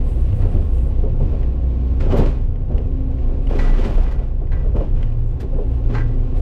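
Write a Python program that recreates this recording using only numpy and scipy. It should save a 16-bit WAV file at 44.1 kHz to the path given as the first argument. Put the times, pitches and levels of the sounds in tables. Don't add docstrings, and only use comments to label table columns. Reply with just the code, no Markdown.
import sys
import numpy as np
from scipy import signal
from scipy.fft import rfft, irfft
from scipy.io import wavfile

SR = 44100
rng = np.random.default_rng(int(sys.argv[2]) if len(sys.argv) > 2 else 0)


def persist_wave(psi):
    counts = np.round(np.clip(psi, -1, 1) * 32767).astype(np.int16)
    wavfile.write(sys.argv[1], SR, np.atleast_2d(counts).T)


N = 282681
TIME = np.arange(N) / SR


def amp(db):
    return 10 ** (np.asarray(db) / 20)


def unit_rms(x):
    return x / np.sqrt(np.mean(x ** 2) + 1e-20)


def curve(rows, column=1):
    columns = np.transpose(rows)
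    return np.interp(TIME, columns[0], columns[column])


def coloured(x, spectrum, peaks=()):
    hz, db = np.transpose(spectrum)
    bins = np.fft.rfftfreq(len(x), 1 / SR)
    level = np.interp(np.log(bins + 1), np.log(hz + 1), db)
    for centre, width, lift in peaks:
        level = level + lift / (1 + (2 * (bins - centre) / width) ** 2)
    return unit_rms(irfft(rfft(x) * amp(level), len(x)))


def noise(length=N):
    return rng.standard_normal(length)


def wander(hz):
    lowpass = np.exp(-(np.fft.rfftfreq(N, 1 / SR) / hz) ** 2)
    return unit_rms(irfft(rfft(noise()) * lowpass, N))


def grains(per_s, spread_db):
    size = amp(spread_db * np.minimum(rng.exponential(1, N), 3))
    return unit_rms(np.sign(noise()) * size * (rng.random(N) < per_s / SR))


def bursts(rows, rise):
    power = np.zeros(N)
    for s, db, fall in rows:
        age = np.maximum(TIME - s + rise / 2, 0)
        decay = np.exp(-np.maximum(age - rise, 0) / fall)
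        power += (amp(db) * np.minimum(age / rise, 1) * decay) ** 2
    return np.sqrt(power)


def held(rows, rise, fall, column=2, lead=0, sag_db_per_s=0):
    power = np.zeros(N)
    for row in rows:
        age = np.maximum(TIME - row[0] + lead, 0)
        release = np.exp(-np.maximum(age - rise - row[1] - lead, 0) / fall)
        power += (amp(row[column] - sag_db_per_s * age) * np.minimum(age / rise, 1) * release) ** 2
    return np.sqrt(power)


def steadied(x, seconds):
    window = signal.windows.hann(int(seconds * SR))
    power = signal.fftconvolve(x ** 2, window / window.sum(), "same")
    return x / np.sqrt(power + 0.0011)


def add(mix, s, sound):
    part = mix[round(s * SR):][:len(sound)]
    part += sound[:len(part)]


# t/s, level/dB
OIL_LEVEL = [(0, -50), (.9, -53), (1.1, -55), (1.3, -52), (1.6, -54.5), (1.95, -51.5), (2.5, -61.5),
             (3.3, -53), (4.35, -62.5), (4.9, -59.5), (5.3, -58), (5.7, -53.5), (6.41, -53)]
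# f/Hz, level/dB
OIL_EQ = [(700, 5.5), (1500, -7), (2600, -2.5), (4000, -10.5), (6500, -20.5), (10000, -32.5), (15000, -57)]
def hoses():
    return coloured(noise(), OIL_EQ) * amp(curve(OIL_LEVEL) + wander(33))


# f/Hz, level/dB
ROAR_EQ = [(100, -24), (170, -6.5), (225, 13), (290, -2), (390, 0.5), (520, -8), (650, -9), (850, -24.5),
           (1080, -28.5), (1350, -23.5), (2700, -35.5), (4200, -54.5), (8000, -51), (15000, -64)]
# f/Hz, width/Hz, lift/dB
CAB_RESONANCES = [(213.7, 18, -4.5), (308.6, 28, 8), (366.5, 8.4, 10), (447, 9.9, -9), (484, 78, 9.5),
                  (732, 31, 10.5), (853, 120, 13.5), (1059.4, 81, 16.5), (1137, 70, 7.5)]
def roar():
    usual_flow_db = -54.5
    effort_db = 0.45 * (curve(OIL_LEVEL) - usual_flow_db)
    return coloured(noise(), ROAR_EQ, CAB_RESONANCES) * amp(-37 + effort_db + .5 * wander(22))


# t/s, f/Hz
PUMP_PITCH = [(0, 264.8), (.2, 271.9), (.5, 262), (.8, 270.8), (1.2, 265), (1.6, 274.7), (1.9, 275.1),
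              (2.3, 253), (2.55, 260.6), (2.78, 255.3), (2.98, 265.8), (3.25, 263.2), (3.55, 267.3),
              (4.5, 260), (5.2, 255.9), (5.55, 266.9), (6.05, 254.1), (6.3, 260.3)]
# t/s, firing tone/dB, its octave/dB, pump tone/dB
DRONE_LEVELS = [(0, -21.5, -37, -34), (.25, -16.5, -39, -46.5), (.5, -39, -38, -39.5),
                (.75, -16, -44.5, -46.5), (1.2, -30, -27, -42), (1.45, -19, -43, -42.5),
                (1.97, -17.5, -38.5, -36.5), (2.2, -29.5, -40, -43), (2.75, -26.5, -36, -44),
                (2.98, -28.5, -35.5, -32), (3.3, -19, -30.5, -37.5), (3.5, -47.5, -39, -33),
                (4.3, -29, -39, -60), (4.9, -38.5, -37.5, -42.5), (5.25, -31.5, -28.5, -50.5),
                (5.5, -28, -37.5, -42.5), (5.7, -19, -24, -41.5), (6.05, -31, -24, -39.5),
                (6.41, -34, -35.5, -34.5)]
# t/s, level/dB
SEVENTH_LEVEL = [(0, -51), (.7, -37.5), (1.1, -47.5), (1.9, -38.5), (2.4, -50.5), (3.4, -52), (4.0, -48),
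                 (4.5, -48.5), (6.41, -54)]
# multiple of crankshaft speed, level/dB
WEAK_HARMONICS = [(3, -46.5), (14, -56), (16, -68.5), (18, -53)]
def engine():
    pistons = 9
    shaft_hz = curve(PUMP_PITCH) / pistons * (1 + 0.00404 * wander(11.34))
    angle = 2 * np.pi * np.cumsum(shaft_hz) / SR

    def tone(multiple, db, jitter_rad, jitter_hz):
        return np.sqrt(2) * amp(db) * np.sin(multiple * angle + jitter_rad * wander(jitter_hz))

    firing = tone(2, curve(DRONE_LEVELS) + wander(6.5), .2, 10)
    octave = tone(4, curve(DRONE_LEVELS, column=2) + 2 * wander(1.9), .5, 16)
    pump = tone(pistons, curve(DRONE_LEVELS, column=3) + 2 * wander(1.7), .45, 13)
    weak = sum(tone(k, db + .45 * wander(2), 3.03, 4.9) for k, db in WEAK_HARMONICS)
    seventh = tone(7, curve(SEVENTH_LEVEL) + 2 * wander(1.9), .38, 13)
    return firing + octave + pump + seventh + weak


# f/Hz, level/dB
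BOOM_EQ = [(35, -55), (55, 6), (80, 9.5), (105, -2), (135, 2), (165, -9), (220, -30.5), (400, -73.5),
           (1500, -120)]
# t/s, level/dB
BOOM_LEVEL = [(0, -31), (.25, -26), (.5, -30), (.72, -26), (1.0, -27.5), (1.2, -22), (1.45, -28),
              (1.9, -28), (2.16, -20), (2.35, -26.5), (2.85, -24.5), (3.2, -29), (3.6, -25), (4.05, -28),
              (4.28, -32.5), (4.55, -24.5), (5.75, -29), (6.41, -28)]
# f/Hz, level/dB
PANEL_EQ = [(55, -50.5), (76, -5.5), (84, -5), (97, -4.5), (125, -40), (400, -120)]
# t/s, hold/s, level/dB
PANEL_CUES = [(.2, .3, -19)]
def cab_panels():
    boom = steadied(coloured(noise(), BOOM_EQ), 0.36) * amp(curve(BOOM_LEVEL) + 2)
    drone = steadied(coloured(noise(), PANEL_EQ), 0.16) * held(PANEL_CUES, rise=0.14, fall=0.04)
    return boom + drone


# f/Hz, level/dB
HISS_EQ = [(3000, -9), (5000, -9.5), (6400, -11.5), (7100, -6.5), (8200, 0.5), (9100, -5.5), (10100, -1),
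           (11300, -6), (13600, -4), (15000, -25.5)]
# t/s, hold/s, level/dB
HISS_CUES = [(.02, .05, -61.5), (.09, 0.29, -66), (.33, 0.023, -62.5), (.45, 0.36, -66.5),
             (.7, 0.15, -68.5), (1.16, .02, -72), (3.17, 0.039, -76), (3.41, 0.15, -73), (5.55, .2, -74.5),
             (6.35, 0.058, -63.5)]
# f/Hz, level/dB
WHISTLE_EQ = [(6500, -50.5), (7150, -14), (7350, -8), (7550, -13), (8200, -44)]
# t/s, hold/s, level/dB
WHISTLE_CUES = [(5.24, 0.045, -73.5)]
def valve():
    rise, fall = 0.029, 0.04
    jet = sum(coloured(noise(), HISS_EQ, [(hz, 1100, 9)]) * amp(3 * wander(18))
              for hz in (6600, 7800, 8900, 10000))
    opening = held(HISS_CUES, rise, fall, sag_db_per_s=2.5)
    hiss = unit_rms(jet) * opening * amp(1.8 * wander(25))
    whistle = coloured(noise(), WHISTLE_EQ) * held(WHISTLE_CUES, rise, fall)
    return hiss + whistle


# f/Hz, level/dB
SWAY_EQ = [(10, -21.5), (18, -7.5), (23, 4), (28, 21), (34, 7), (45, -7.5), (58, -4.5), (75, -18.5),
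           (120, -65.5), (500, -130)]
# t/s, level/dB
SWING_LEVEL = [(0, -17), (1.4, -19), (1.55, -27), (1.95, -26.5), (2.15, -19), (2.6, -20.5), (5.3, -18),
               (6.41, -27)]
# t/s, hold/s, soil/dB, grit/dB, sway/dB
DRAG_CUES = [(.38, 0.17, -33.5, -53, -17.5), (1.0, 0.027, -41, -68, -16), (1.19, 0.22, -42, -54.5, -17.5),
             (2.0, 0.16, -27, -45.5, -16.5), (2.34, 0.04, -38.5, -63.5, -17.5),
             (2.09, 0.13, -20.5, -37.5, -16), (2.69, 0.085, -33, -55.5, -17.5),
             (3.24, 0.067, -33, -72, -17), (3.48, 0.21, -27.5, -41.5, -12), (3.745, 0.17, -30, -41, -12),
             (3.96, 0.13, -33.5, -45, -16.5), (4.18, 0.015, -34.5, -52.5, -25),
             (4.5, 0.14, -36.5, -53, -18), (4.74, 0.044, -36, -46.5, -16), (4.94, 0.076, -36, -52, -16.5),
             (5.54, 0.018, -33, -76, -18), (5.88, 0.055, -29, -45.5, -14.5), (6.07, 0.47, -38.5, -61, -16)]
def cab_sway():
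    jolt = held(DRAG_CUES, rise=0.032, fall=0.16, column=4, lead=0.044)
    motion = np.hypot(amp(curve(SWING_LEVEL)), jolt)
    return steadied(coloured(noise(), SWAY_EQ), 0.26) * motion * amp(-1)


# t/s, level/dB
THUMP_HITS = [(.53, -20), (1.216, -18.5), (2.179, -17)]
def thumps():
    out, age = np.zeros(N), np.arange(SR // 4) / SR
    pitch_hz, attack_s = 128.7, 0.0093
    tone = np.sqrt(2) * np.sin(2 * np.pi * pitch_hz * age)
    envelope = age / attack_s * np.exp(1 - age / attack_s)
    for s, db in THUMP_HITS:
        add(out, s, amp(db) * tone * envelope)
    return out


BITE_S, YIELD_DB_PER_S = 0.024, 5
# f/Hz, level/dB
SOIL_EQ = [(100, -13), (160, -2.5), (220, -2), (290, -6), (390, -0.5), (580, -10), (720, -9.5), (950, -23),
           (1400, -24), (3000, -64.5), (12000, -99.5)]
# f/Hz, width/Hz, lift/dB
BUCKET_BODY = [(233, 41, 9), (308, 38, 6), (411.4, 20, 6.5), (511, 25, 6.5), (581, 46, 7), (706, 18, 3.5),
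               (800, 29, 0)]
def soil():
    drag = held(DRAG_CUES, BITE_S, fall=0.053, sag_db_per_s=YIELD_DB_PER_S)
    load = np.hypot(amp(-47), drag)
    tumble = steadied(coloured(grains(2000, 3.5), SOIL_EQ, BUCKET_BODY), 0.055)
    return tumble * load * amp(-2.5 + 1.1 * wander(31))


# f/Hz, level/dB, t60/s
BUCKET_MODES = [(820, 0, .17), (862, -2, .16), (1052, -1, .2), (1232, -8, .26), (1321, -6, .36),
                (1430, -6, .28), (1470, -7, .26), (1582, -1.5, .37), (1703, -7, .28), (1794, -8, .3),
                (1846, -10, .28), (1932, -8, .22), (1964, -1.5, .42), (1998, -4, .22), (2070, -8, .16),
                (2235, -8, .17), (2360, -11, .16), (2440, -10, .14), (2560, -12, .14), (2920, -13, .1),
                (3140, -14, .09), (4010, -14, .1), (4160, -13, .11), (4400, -16, .07), (5970, -18, .05)]
def steel_ring(spot_hz):
    age = np.arange(SR // 2) / SR
    reach_hz, blur_hz = 450, 7
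    hz, db, t60 = np.transpose(BUCKET_MODES)[:, :, None]
    lift_db = 3 * np.exp(-((hz - spot_hz) / reach_hz) ** 2)
    size = amp(db + lift_db + 1.5 * rng.standard_normal(hz.shape))
    drift = np.cumsum(rng.standard_normal((len(hz), len(age))), 1) * np.sqrt(blur_hz / (2 * np.pi * SR))
    phase = 2 * np.pi * (hz * age + drift + rng.random(hz.shape))
    modes = size * np.exp(-np.log(1000) * age / t60) * np.sin(phase)
    return modes.sum(0) * np.sqrt(2) / np.linalg.norm(size)


# f/Hz, level/dB
GRIT_EQ = [(400, -8.5), (850, 8.5), (1300, 0), (1650, -3), (2000, -7), (3000, -5.5), (4000, -15.5),
           (5300, -18), (7000, -24.5), (9000, -31), (11000, -37.5), (13500, -38), (15000, -35)]
# f/Hz, width/Hz, lift/dB
PLATE_RESONANCES = [(1125, 33, 5), (1960, 110, 3), (2450, 92, 7)]
# f/Hz, level/dB
CRACKLE_EQ = [(700, 5.5), (1800, 2.5), (4500, -7), (7000, -15.5), (10000, -23), (13800, -28), (15500, -25)]
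def grit():
    scrape = held(DRAG_CUES, BITE_S, fall=0.091, column=3, sag_db_per_s=YIELD_DB_PER_S)
    pressure = np.hypot(amp(-64), scrape) * amp(0.5 + 0.18 * wander(38))
    sand = steadied(coloured(grains(3500, 3.5), GRIT_EQ, PLATE_RESONANCES), 0.2) * pressure
    gravel = coloured(grains(120, 3), CRACKLE_EQ) * scrape
    friction = noise() * pressure
    modes = steel_ring(spot_hz=1700)
    singing = signal.fftconvolve(friction, modes / np.linalg.norm(modes))[:N]
    return sand + amp(-10) * gravel + amp(-18) * singing


# f/Hz, level/dB
PEBBLE_EQ = [(900, 2.5), (1670, -2), (2000, 4), (2350, -3.5), (2900, 1), (3700, -15.5), (5000, -14),
             (7000, -25), (10000, -30), (14000, -42.5)]
# t/s, level/dB, f/Hz
PEBBLE_HITS = [(.328, -36.5, 2000), (0.783, -43, 1690), (1.429, -36.5, 1990), (2.008, -30, 2130),
               (2.121, -27, 3014), (2.557, -43, 1980), (2.775, -47, 2920), (2.78, -34.5, 2960),
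               (3.185, -44, 2788), (3.47, -34, 2885), (4.193, -46, 2706), (4.47, -44, 1900),
               (5.0282, -31.5, 2803), (5.121, -44, 2710)]
def pebbles():
    out, age = np.zeros(N), np.arange(SR // 5) / SR
    decay = np.exp(-age / .003) + amp(-19) * np.exp(-age / 0.035)
    envelope = np.minimum(age / 0.0017, 1) * decay
    for s, db, hz in PEBBLE_HITS:
        ping = coloured(noise(len(age)), PEBBLE_EQ, [(hz, 700, 4)])
        add(out, s, amp(db - 0.5) * steadied(ping, 0.0031) * envelope)
    return out


# t/s, level/dB, decay/s, spray lift/dB
CRUNCH_HITS = [(2.005, -39, 0.034, -11), (2.117, -46, .025, -19), (2.175, -35, 0.014, 15),
               (2.197, -35.5, 0.016, -12), (2.256, -41.5, 0.048, -6), (3.556, -43, 0.024, 3),
               (3.59, -37, 0.099, -4), (3.645, -51, .012, 2), (3.785, -41.5, 0.04, 5),
               (3.845, -35, 0.041, -5), (3.9, -46, 0.013, 9), (3.937, -49, 0.018, 13),
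               (4.036, -48, 0.024, -6), (4.118, -46.5, 0.014, 11), (5.406, -41, 0.019, 9),
               (6.369, -50, 0.043, -5)]
def stones():
    out, age = np.zeros(N), np.arange(-SR // 20, SR // 4) / SR
    crumble_s, spray_hz, spray_width_hz = .011, 13000, 6700
    cracks = grains(4500, 3.5)
    past_peak = age - crumble_s / 2
    attack = np.exp(-(np.minimum(past_peak, 0) / crumble_s) ** 2)
    for s, db, fall, spray_db in CRUNCH_HITS:
        start = rng.integers(N - len(age))
        shower = coloured(cracks[start:][:len(age)], CRACKLE_EQ, [(spray_hz, spray_width_hz, spray_db)])
        decay = np.exp(-np.maximum(past_peak, 0) / fall)
        add(out, s + age[0], amp(db) * shower * attack * decay)
    return out


# f/Hz, level/dB
CHATTER_EQ = [(450, -17), (850, 12), (1500, 2), (2100, 1.5), (2700, -3.5), (3500, -11), (4300, -9.5),
              (5300, -15.5), (6100, -18), (7300, -22), (9000, -50), (14000, -73)]
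# t/s, chatter/dB, chatter decay/s, ring/dB, favoured f/Hz
CLANK_HITS = [(.415, -40, 0.029, -49, 1110), (3.589, -33, 0.03, -30.5, 2100), (3.63, -37, .04, -38, 1350),
              (3.668, -42, .025, -38, 2000), (3.738, -39, .018, -40, 2100), (3.819, -44, 0.026, -43, 1700),
              (4.06, -47, .03, -45, 1450), (4.11, -45, .025, -47, 1450), (4.516, -43, .015, -41, 1980),
              (4.526, -43, 0.02, -40, 800), (5.938, -35, .012, -38, 900), (5.947, -30, 0.03, -30, 900),
              (5.98, -34, 0.03, -38, 2050)]
def clanks():
    ringing, age = np.zeros(N), np.arange(SR // 2) / SR
    attack = np.minimum(age / .004, 1)
    for s, _, _, ring_db, spot_hz in CLANK_HITS:
        add(ringing, s, amp(ring_db) * steel_ring(spot_hz) * attack)
    blows = bursts([row[:3] for row in CLANK_HITS], rise=.008)
    chatter = coloured(grains(10000, 1.4), CHATTER_EQ) * blows
    flutter = unit_rms(1 + .3 * wander(90))
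    return ringing * flutter + amp(-3.5) * chatter


# f/Hz, level/dB
CRUMB_EQ = [(100, -15), (200, -1), (290, -6.5), (390, -1), (720, -13.5), (950, -20), (1400, -31.5),
            (3000, -65.5), (12000, -99)]
# t/s, level/dB, decay/s, f/Hz
CLOD_HITS = [(.446, -25, 0.018, 411), (0.52, -37, 0.04, 510), (0.551, -26, 0.038, 310),
             (0.859, -34.5, 0.054, 520), (1.024, -21, 0.026, 437.3), (1.052, -31, 0.038, 523),
             (1.198, -21, 0.03, 380), (1.328, -30, 0.036, 638), (2.062, -24, .02, 480),
             (2.091, -33, 0.016, 532.6), (2.129, -12, 0.018, 579.6), (2.187, -14, 0.039, 419),
             (2.691, -28, 0.034, 399.1), (2.711, -31, 0.025, 455), (2.748, -32.5, .02, 402),
             (2.783, -28.5, 0.023, 435), (3.503, -21.5, 0.018, 478), (3.526, -22.5, 0.035, 403),
             (3.785, -20.5, 0.031, 384.3), (3.845, -23.5, 0.052, 397), (3.973, -22, 0.019, 623),
             (4.207, -36.5, 0.019, 595), (4.412, -33, 0.022, 704), (4.64, -32, 0.063, 483.3),
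             (4.741, -20.5, 0.026, 494), (4.752, -21, 0.041, 202.5), (4.799, -21.5, 0.027, 544),
             (4.827, -29.5, 0.018, 610), (5.425, -26.5, 0.025, 375), (5.527, -29, 0.023, 544),
             (5.581, -25, 0.036, 491), (5.612, -30.5, 0.018, 566)]
def clods():
    out, age = np.zeros(N), np.arange(SR // 3) / SR
    for s, db, fall, hz in CLOD_HITS:
        crumbs = steadied(coloured(noise(len(age)), CRUMB_EQ, BUCKET_BODY + [(hz, 220, 4)]), 0.006)
        knock = np.sqrt(2) * np.sin(2 * np.pi * hz * age) * np.exp(-age / 0.055)
        envelope = np.minimum(age / .011, 1) * np.exp(-age / fall)
        add(out, s, amp(db) * (amp(-2.5) * knock + amp(1) * crumbs) * envelope)
    return out


def scene():
    machine = engine() + roar() + cab_sway() + cab_panels() + thumps() + hoses() + valve()
    digging = soil() + grit() + clods() + stones() + pebbles() + clanks()
    return (machine + digging)[None]


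def record(dry):
    fade = np.minimum(np.minimum(TIME, TIME[::-1]) / .005, 1)
    high_cut = signal.firwin(301, 14500, window=("kaiser", 9), fs=SR)
    return signal.oaconvolve(dry * fade, high_cut[None], "same")


dry = scene()
out = record(dry)
persist_wave(out)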